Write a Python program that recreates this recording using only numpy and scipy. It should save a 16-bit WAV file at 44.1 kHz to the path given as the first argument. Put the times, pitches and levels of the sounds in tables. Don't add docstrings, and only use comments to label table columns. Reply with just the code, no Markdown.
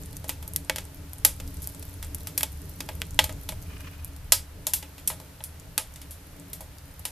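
import sys
import numpy as np
from scipy import signal
from scipy.fft import rfft, irfft, next_fast_len
from scipy.io import wavfile
from scipy.ndimage import uniform_filter1d, map_coordinates

SR = 44100
rng = np.random.default_rng(int(sys.argv[2]) if len(sys.argv) > 2 else 0)


def file_out(sig):
    cols = np.atleast_2d(sig).T
    lim = np.clip(cols, -1, 1)
    pcm = np.round(lim * 32767).astype(np.int16)
    wavfile.write(sys.argv[1], SR, pcm)


N = 313533
TOP_HZ = 14350

# t/s, relative level/dB
SAP_LEVEL = [(0.0, -54.5), (0.6, -56.5), (1.05, -56.5), (1.6, -54), (1.9, -55), (3.4, -55), (4.55, -58),
             (5.0, -57.5), (7.11, -57.5)]
# f/Hz, left-right likeness
CLOSE_LIKENESS = [(500, 1), (2500, 0.98), (5000, 0.9), (9000, 0.26), (13000, 0.074)]


def amp(db):
    return 10 ** (np.asarray(db) / 20)


def unit(x):
    return x / np.sqrt(np.mean(x ** 2) + 1e-20)


def unit_energy(x):
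    return unit(x) / np.sqrt(x.shape[-1])


def along(points, hz):
    f, value = np.transpose(points)
    return np.interp(np.log(hz + 1), np.log(f + 1), value)


def curves(rows):
    times, *columns = np.transpose(rows)
    return [np.interp(np.arange(N) / SR, times, column) for column in columns]


def wobble(rate):
    knots = rng.standard_normal(int(N * rate / SR) + 4)
    return map_coordinates(knots, [np.arange(N) * rate / SR])


def filtered(x, response):
    n = x.shape[-1]
    padded = next_fast_len(n + n // 4)
    return irfft(rfft(x, padded) * response(np.fft.rfftfreq(padded, 1 / SR)), padded)[..., :n]


def peaks(modes, hz):
    excess = sum((amp(db) ** 2 - 1) / (1 + (2 * (hz - centre) / width) ** 2)
                 for centre, width, db in modes)
    return np.sqrt(1 + excess.clip(-.5))


def ring(x, gain, size=16384):
    cepstrum = irfft(np.log(np.maximum(gain(np.fft.rfftfreq(size, 1 / SR)), 1e-6)))
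    cepstrum[1:size // 2] *= 2
    cepstrum[size // 2 + 1:] = 0
    return irfft(rfft(x, size) * np.exp(rfft(cepstrum)))


def spread(pair, likeness):
    turn = lambda hz: np.arccos(np.clip(along(likeness, hz), -1, 1)) / 2
    mid, side = filtered(pair, lambda hz: np.array([np.cos(turn(hz)), np.sin(turn(hz))]))
    return np.array([mid + side, mid - side])


def rush(gain):
    # f/Hz, left-right likeness
    diffuse_likeness = [(60, 0.994), (130, .985), (290, 0.89), (630, 0.49), (1400, 0.44), (3000, 0.48),
                        (7000, 0.04), (14000, 0.23)]
    return unit(filtered(spread(rng.standard_normal((2, N)), diffuse_likeness), gain))


def steady(x, size=5000):
    power = uniform_filter1d(uniform_filter1d(np.mean(x ** 2, axis=0), size), size)
    return unit(x / np.sqrt(np.abs(power) + 1e-6))


def add(out, start_s, sound):
    part = out[:, round(start_s * SR):][:, :sound.shape[1]]
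    part += sound[:, :part.shape[1]]


def draft(throb_gain_db=0.5, flutter_gain_db=5.0, air_db=-56, throb_swing_db=2.06, flutter_swing_db=2.6):
    # t/s, relative throb level/dB, relative flutter level/dB
    surges = [(0.0, -42, -53.5), (0.6, -41.5, -56), (0.9, -42.5, -55), (1.25, -40, -56), (1.58, -39, -54.5),
              (1.82, -45, -57.5), (2.07, -35, -55.5), (2.33, -44, -52.5), (2.55, -39.5, -57),
              (2.77, -44, -51), (3.2, -37.5, -54.5), (3.7, -43.5, -54), (4.05, -40, -60.5),
              (4.5, -42.5, -61), (5.0, -48.5, -56.5), (5.7, -47, -60), (7.11, -48.5, -60)]
    # f/Hz, width/Hz, gain/dB
    flue_modes = [(75.4, 15.2, 13), (162.8, 16.2, 7), (280.6, 10.3, 14.5), (500, 64, 3.5), (640, 100, 3.5),
                  (883, 160, 7.5)]
    # f/Hz, relative level/dB
    throb_spectrum = [(10, -29), (25, 5.5), (35, -3), (55, -3), (90, -1), (130, -7), (180, -13),
                      (225, -25.5), (330, -28), (900, -47)]
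    flame_spectrum = [(70, -36), (140, 7.5), (185, 5), (225, -6.5), (290, -0.5), (360, -5), (440, 0),
                      (510, -17), (620, -6), (900, -58)]
    air_spectrum = [(10, -21), (23, -3), (30, -16), (60, -23), (300, -35), (500, 4), (900, -2), (1400, 2.5),
                    (2800, -1.5), (4500, -6), (8000, -44), (14500, -40)]
    through_stove = lambda spectrum: rush(lambda hz: amp(along(spectrum, hz)) * peaks(flue_modes, hz))
    throb_db, flutter_db = curves(surges)
    throb_level = amp(throb_db + throb_gain_db + throb_swing_db * wobble(13))
    throb = throb_level * steady(through_stove(throb_spectrum))
    flutter_level = amp(flutter_db + flutter_gain_db + flutter_swing_db * wobble(15))
    flutter = flutter_level * steady(through_stove(flame_spectrum))
    return throb + flutter + amp(air_db) * through_stove(air_spectrum)


def sizzle_moments(chance, crowding=2.6):
    sizzle_db, = curves(SAP_LEVEL)
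    rate = amp(crowding * sizzle_db) ** 2
    return np.searchsorted(np.cumsum(rate) / np.sum(rate), chance).clip(0, N - 1)


def sap(tick_db=-3.5, hiss_db=1.7, wet=0.16, splatter_t60=0.012, count=220, size=512):
    # f/Hz, gain/dB
    sizzle_spectrum = [(2000, -12), (5000, -3), (8500, -4), (11800, -1), (14500, -3)]
    sizzle_db, = curves(SAP_LEVEL)
    t, hz = np.arange(size) / SR, np.fft.rfftfreq(size, 1 / SR)
    when, strength, colour = rng.random((count, 3)).T
    gains = amp(4 * np.minimum(-np.log(1 - strength), 2.8))
    pitch_hz = 7000 + 7000 * np.sqrt(colour[:, None])
    splatter = rng.standard_normal((2, count, size)) * amp(-60 * t / splatter_t60)
    grains = irfft(rfft(splatter) / (1 + 1j * (hz - pitch_hz) / 1100)) * gains[:, None]
    places = (sizzle_moments(when)[:, None] + np.arange(size)).ravel()
    pair = np.array([np.bincount(places, channel.ravel(), N)[:N] for channel in grains])
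    bursts = spread(pair, CLOSE_LIKENESS)
    room = signal.fftconvolve(bursts, room_tail(), axes=1)[:, :N]
    bright = lambda f: amp(along(sizzle_spectrum, f)) * (f < TOP_HZ)
    ticks = amp(tick_db) * unit(filtered(bursts + wet * room, bright))
    hiss = amp(hiss_db + 0.495 * wobble(2.9)) * rush(bright)
    return amp(sizzle_db) * (ticks + hiss)


def room_tail(rise_s=0.0029, size=12288):
    # f/Hz, t60/s
    room_t60 = [(300, 0.2), (1000, 0.19), (3500, 0.19), (8000, .19), (14000, 0.15)]
    # f/Hz, left-right likeness
    room_likeness = [(300, 1), (900, 0.97), (2500, 1), (6000, 0.87), (12000, 0.48)]
    hz, t, noise = signal.stft(rng.standard_normal((2, size)), SR, nperseg=256)
    decay = amp(-60 * t / along(room_t60, hz)[:, None])
    tail = signal.istft(noise * decay, SR, nperseg=256)[1][:, :size]
    build_up = 1 - np.exp(-(np.arange(size) / SR / rise_s) ** 2)
    return unit_energy(spread(tail, room_likeness) * build_up)


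def crack(knock_db, body_db, snap_db, room_db, piece_hz, piece_db=5.5, piece_q=6,
          splinter_t60=0.03, grain_db=1.5, wet_db=1, size=12288):
    # f/Hz, width/Hz, gain/dB
    firebox_modes = [(290, 14, 14), (530, 15.7, 17), (624, 36, 16), (861, 41, 15.5), (974, 39, 10.5),
                     (1263, 28, 9), (1636, 38, 6.5), (1964, 62, 5), (2230, 25, 7), (2560, 190, 3.5),
                     (3350, 490, 4.5), (4990, 940, 2), (7340, 130, 4.5)]
    t = np.arange(size) / SR
    fibres = rng.standard_normal((2, size)) * amp(grain_db * rng.standard_normal(size // 8).repeat(8))
    splinters = unit_energy(spread(fibres, CLOSE_LIKENESS) * amp(-60 * t / splinter_t60))
    snap = amp(snap_db) * (t == 0)
    direct = (splinters + snap) / np.hypot(1, amp(snap_db))
    room = amp(room_db + wet_db) * room_tail()
    # f/Hz, gain/dB
    tone = [(120, knock_db - 30.5), (280, knock_db - 15), (410, knock_db - 10.5), (520, knock_db - 10.5),
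            (700, knock_db - 7.0), (1300, (knock_db + body_db) / 2 - 5.0),
            (2000, body_db - 2.5), (2700, body_db - 0.5), (6500, 0.25 * body_db - 5.5),
            (10000, -4.0), (12500, -2.0), (14500, -10.0), (18000, -17)]
    modes = list(firebox_modes) + [(piece_hz, piece_hz / piece_q, piece_db)]
    sound = ring(direct + room, lambda hz: amp(along(tone, hz)) * peaks(modes, hz))
    return sound / np.sqrt(np.sum(sound[:, :530] ** 2) / 2)


def crackles(count=40, over_sap_db=36, scatter_db=1, tone_scatter_db=2.5, scatter_octaves=0.59):
    sizzle_db, = curves(SAP_LEVEL)
    places = sizzle_moments((np.arange(count) + rng.random(count)) / count)
    out = np.zeros((2, N))
    for i, (strength, depth, smallness) in zip(places, rng.standard_normal((count, 3)).clip(-2, 2)):
        deeper_db = tone_scatter_db * depth
        level_db = sizzle_db[i] + over_sap_db + scatter_db * strength
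        sound = crack(knock_db=-5.5 + deeper_db, body_db=-18 + deeper_db, snap_db=0, room_db=-13,
                      piece_hz=8500 * 2 ** (scatter_octaves * smallness), piece_db=12)
        add(out, i / SR, amp(level_db) * sound)
    return out


def logs(gain_db=1):
    # t/s, level/dB, knock at 700 Hz/dB, body at 2.7 kHz/dB,
    # snap over splintering/dB, room/dB, f/Hz of the breaking piece
    fractures = [(0.1681, -12.5, -26, -21, 0, -24, 6500), (0.2432, -14, 5, -8, -8, -6, 8500),
                 (0.2856, -15, -17, -26, 4, -11, 12500), (0.2934, 0, -8, -6.5, -5.5, -9.5, 2480),
                 (0.4276, -17.5, 5, -4, -2, -6, 12000), (0.4785, -10.5, -12, -28, 1, -16, 13100),
                 (0.5362, -12, -15, -30, 7, -11, 11000), (0.562, 4, -34, -14.5, 4, -17.5, 11500),
                 (0.6975, 6, 0.5, 3, 4.5, -18, 1800), (0.7605, -4.5, -7.5, -4.5, 0, -8.5, 4500),
                 (0.7833, -6, -4, -2, -24, -10, 1860), (1.1335, -13, -7, -20, 4, -13, 12700),
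                 (1.2494, 17, -13, -11, -5.5, -10.5, 11400), (1.4005, -13.5, 3, -2, -11, -12, 2080),
                 (1.6206, -13, -23, -20, 1, 1, 12000), (1.6423, -14.5, -22, -17, -17, -10, 5200),
                 (1.6735, -6, -14, -28, 7, -26, 12900), (1.8264, -15, -6, -16, -11, -23, 1920),
                 (2.0278, -10.5, -8, -6, 0, -6.5, 1930), (2.1473, -5.5, -25, -19.5, 1.5, -18, 12200),
                 (2.2716, -7, -6, -6.5, -9, -6.5, 12000), (2.3778, 5, -16, -13, -4, -6.5, 12300),
                 (2.4088, -5, -7, -1, 1, -18, 11300), (2.4315, 5, -6, -8.5, -9.5, -14, 3230),
                 (2.8053, -6, 1, 0, -8, -13, 4920), (2.8892, -7.5, 9, 3, -9, -9.5, 2090),
                 (3.0183, -3, -4.5, 7, 7, -18, 1490), (3.191, 18.5, -3.5, 2.5, 2, -16, 3350),
                 (3.2413, -0.5, -6.5, -11.5, -12, -8.5, 2460), (3.2944, -11, 8, 1, -3, -5.5, 2080),
                 (3.4898, -4, -2.5, -2.5, -18, -7.5, 11500), (3.5224, -15, 15, 3, -8, -15, 2260),
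                 (4.0469, -10, -17, -29, 3, -13, 12300), (4.3216, 17.5, -18, -13.5, -7, -9.5, 4960),
                 (4.6685, 3.5, -12.5, -16.5, -13, -6, 2520), (4.7355, 7, -22.5, -14.5, -27, -4, 12300),
                 (4.8265, -14, -1.5, -0.5, -14, -5, 2830), (4.981, -19.5, -4, -3, -13, -2, 2530),
                 (5.0751, 6.5, -26, -19, -23, -5, 10400), (5.1012, -8, 9, 0.5, -17, -3.5, 3560),
                 (5.2022, -19.5, 11.5, -7, 4, -6, 2390), (5.406, -18, 23, 19, -20, -26, 3630),
                 (5.4391, -6.5, -28, -18, -2, -5, 10500), (5.7791, 7.5, -5.5, -6, 3, -10.5, 9600),
                 (5.959, -18, -20, -4, -17, -5, 7060), (6.016, -17, -29, -8, -12, -5, 3000),
                 (6.1097, -14, -27, -16, 6, 3, 11300), (6.5319, -7.5, -23, -15, -15, -5, 12600),
                 (6.607, -13, 4, -10, -9, -3.5, 11300), (6.9938, -17.5, 3, -26, -10, -16, 12000),
                 (7.0529, -1.5, -7.5, -6.5, -11, -6.5, 10500)]
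    out = np.zeros((2, N))
    for start_s, level_db, knock_db, body_db, snap_db, room_db, piece_hz in fractures:
        add(out, start_s, amp(level_db + gain_db) * crack(knock_db, body_db, snap_db, room_db, piece_hz))
    return out


def steam_squeak(peak_s=3.773, rise_s=0.087, fall_s=0.19, level_db=-54.5, stutter_db=5.0, stutter_hz=65):
    # f/Hz, width/Hz, gain/dB
    split_modes = [(1380, 300, -1), (2490, 89, 16), (2920, 150, 13)]
    # f/Hz, relative level/dB
    jet_spectrum = [(500, -27), (1100, 7), (3000, -6), (6000, -8), (12000, -25)]
    t = np.arange(N) / SR - peak_s
    swell = np.exp(-(t / np.where(t < 0, rise_s, fall_s)) ** 2 / 2)
    jet = rush(lambda hz: amp(along(jet_spectrum, hz)) * peaks(split_modes, hz))
    return amp(level_db + stutter_db * wobble(stutter_hz)) * swell * jet


def scene():
    return draft() + sap() + steam_squeak() + crackles() + logs()


def record(dry, ceiling=0.9):
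    rounded = dry / (1 + np.abs(dry / ceiling) ** 5) ** (1 / 5)
    return filtered(rounded, lambda hz: 1 / np.sqrt(1 + (hz / TOP_HZ) ** 150))


dry = scene()
out = record(dry)
file_out(out)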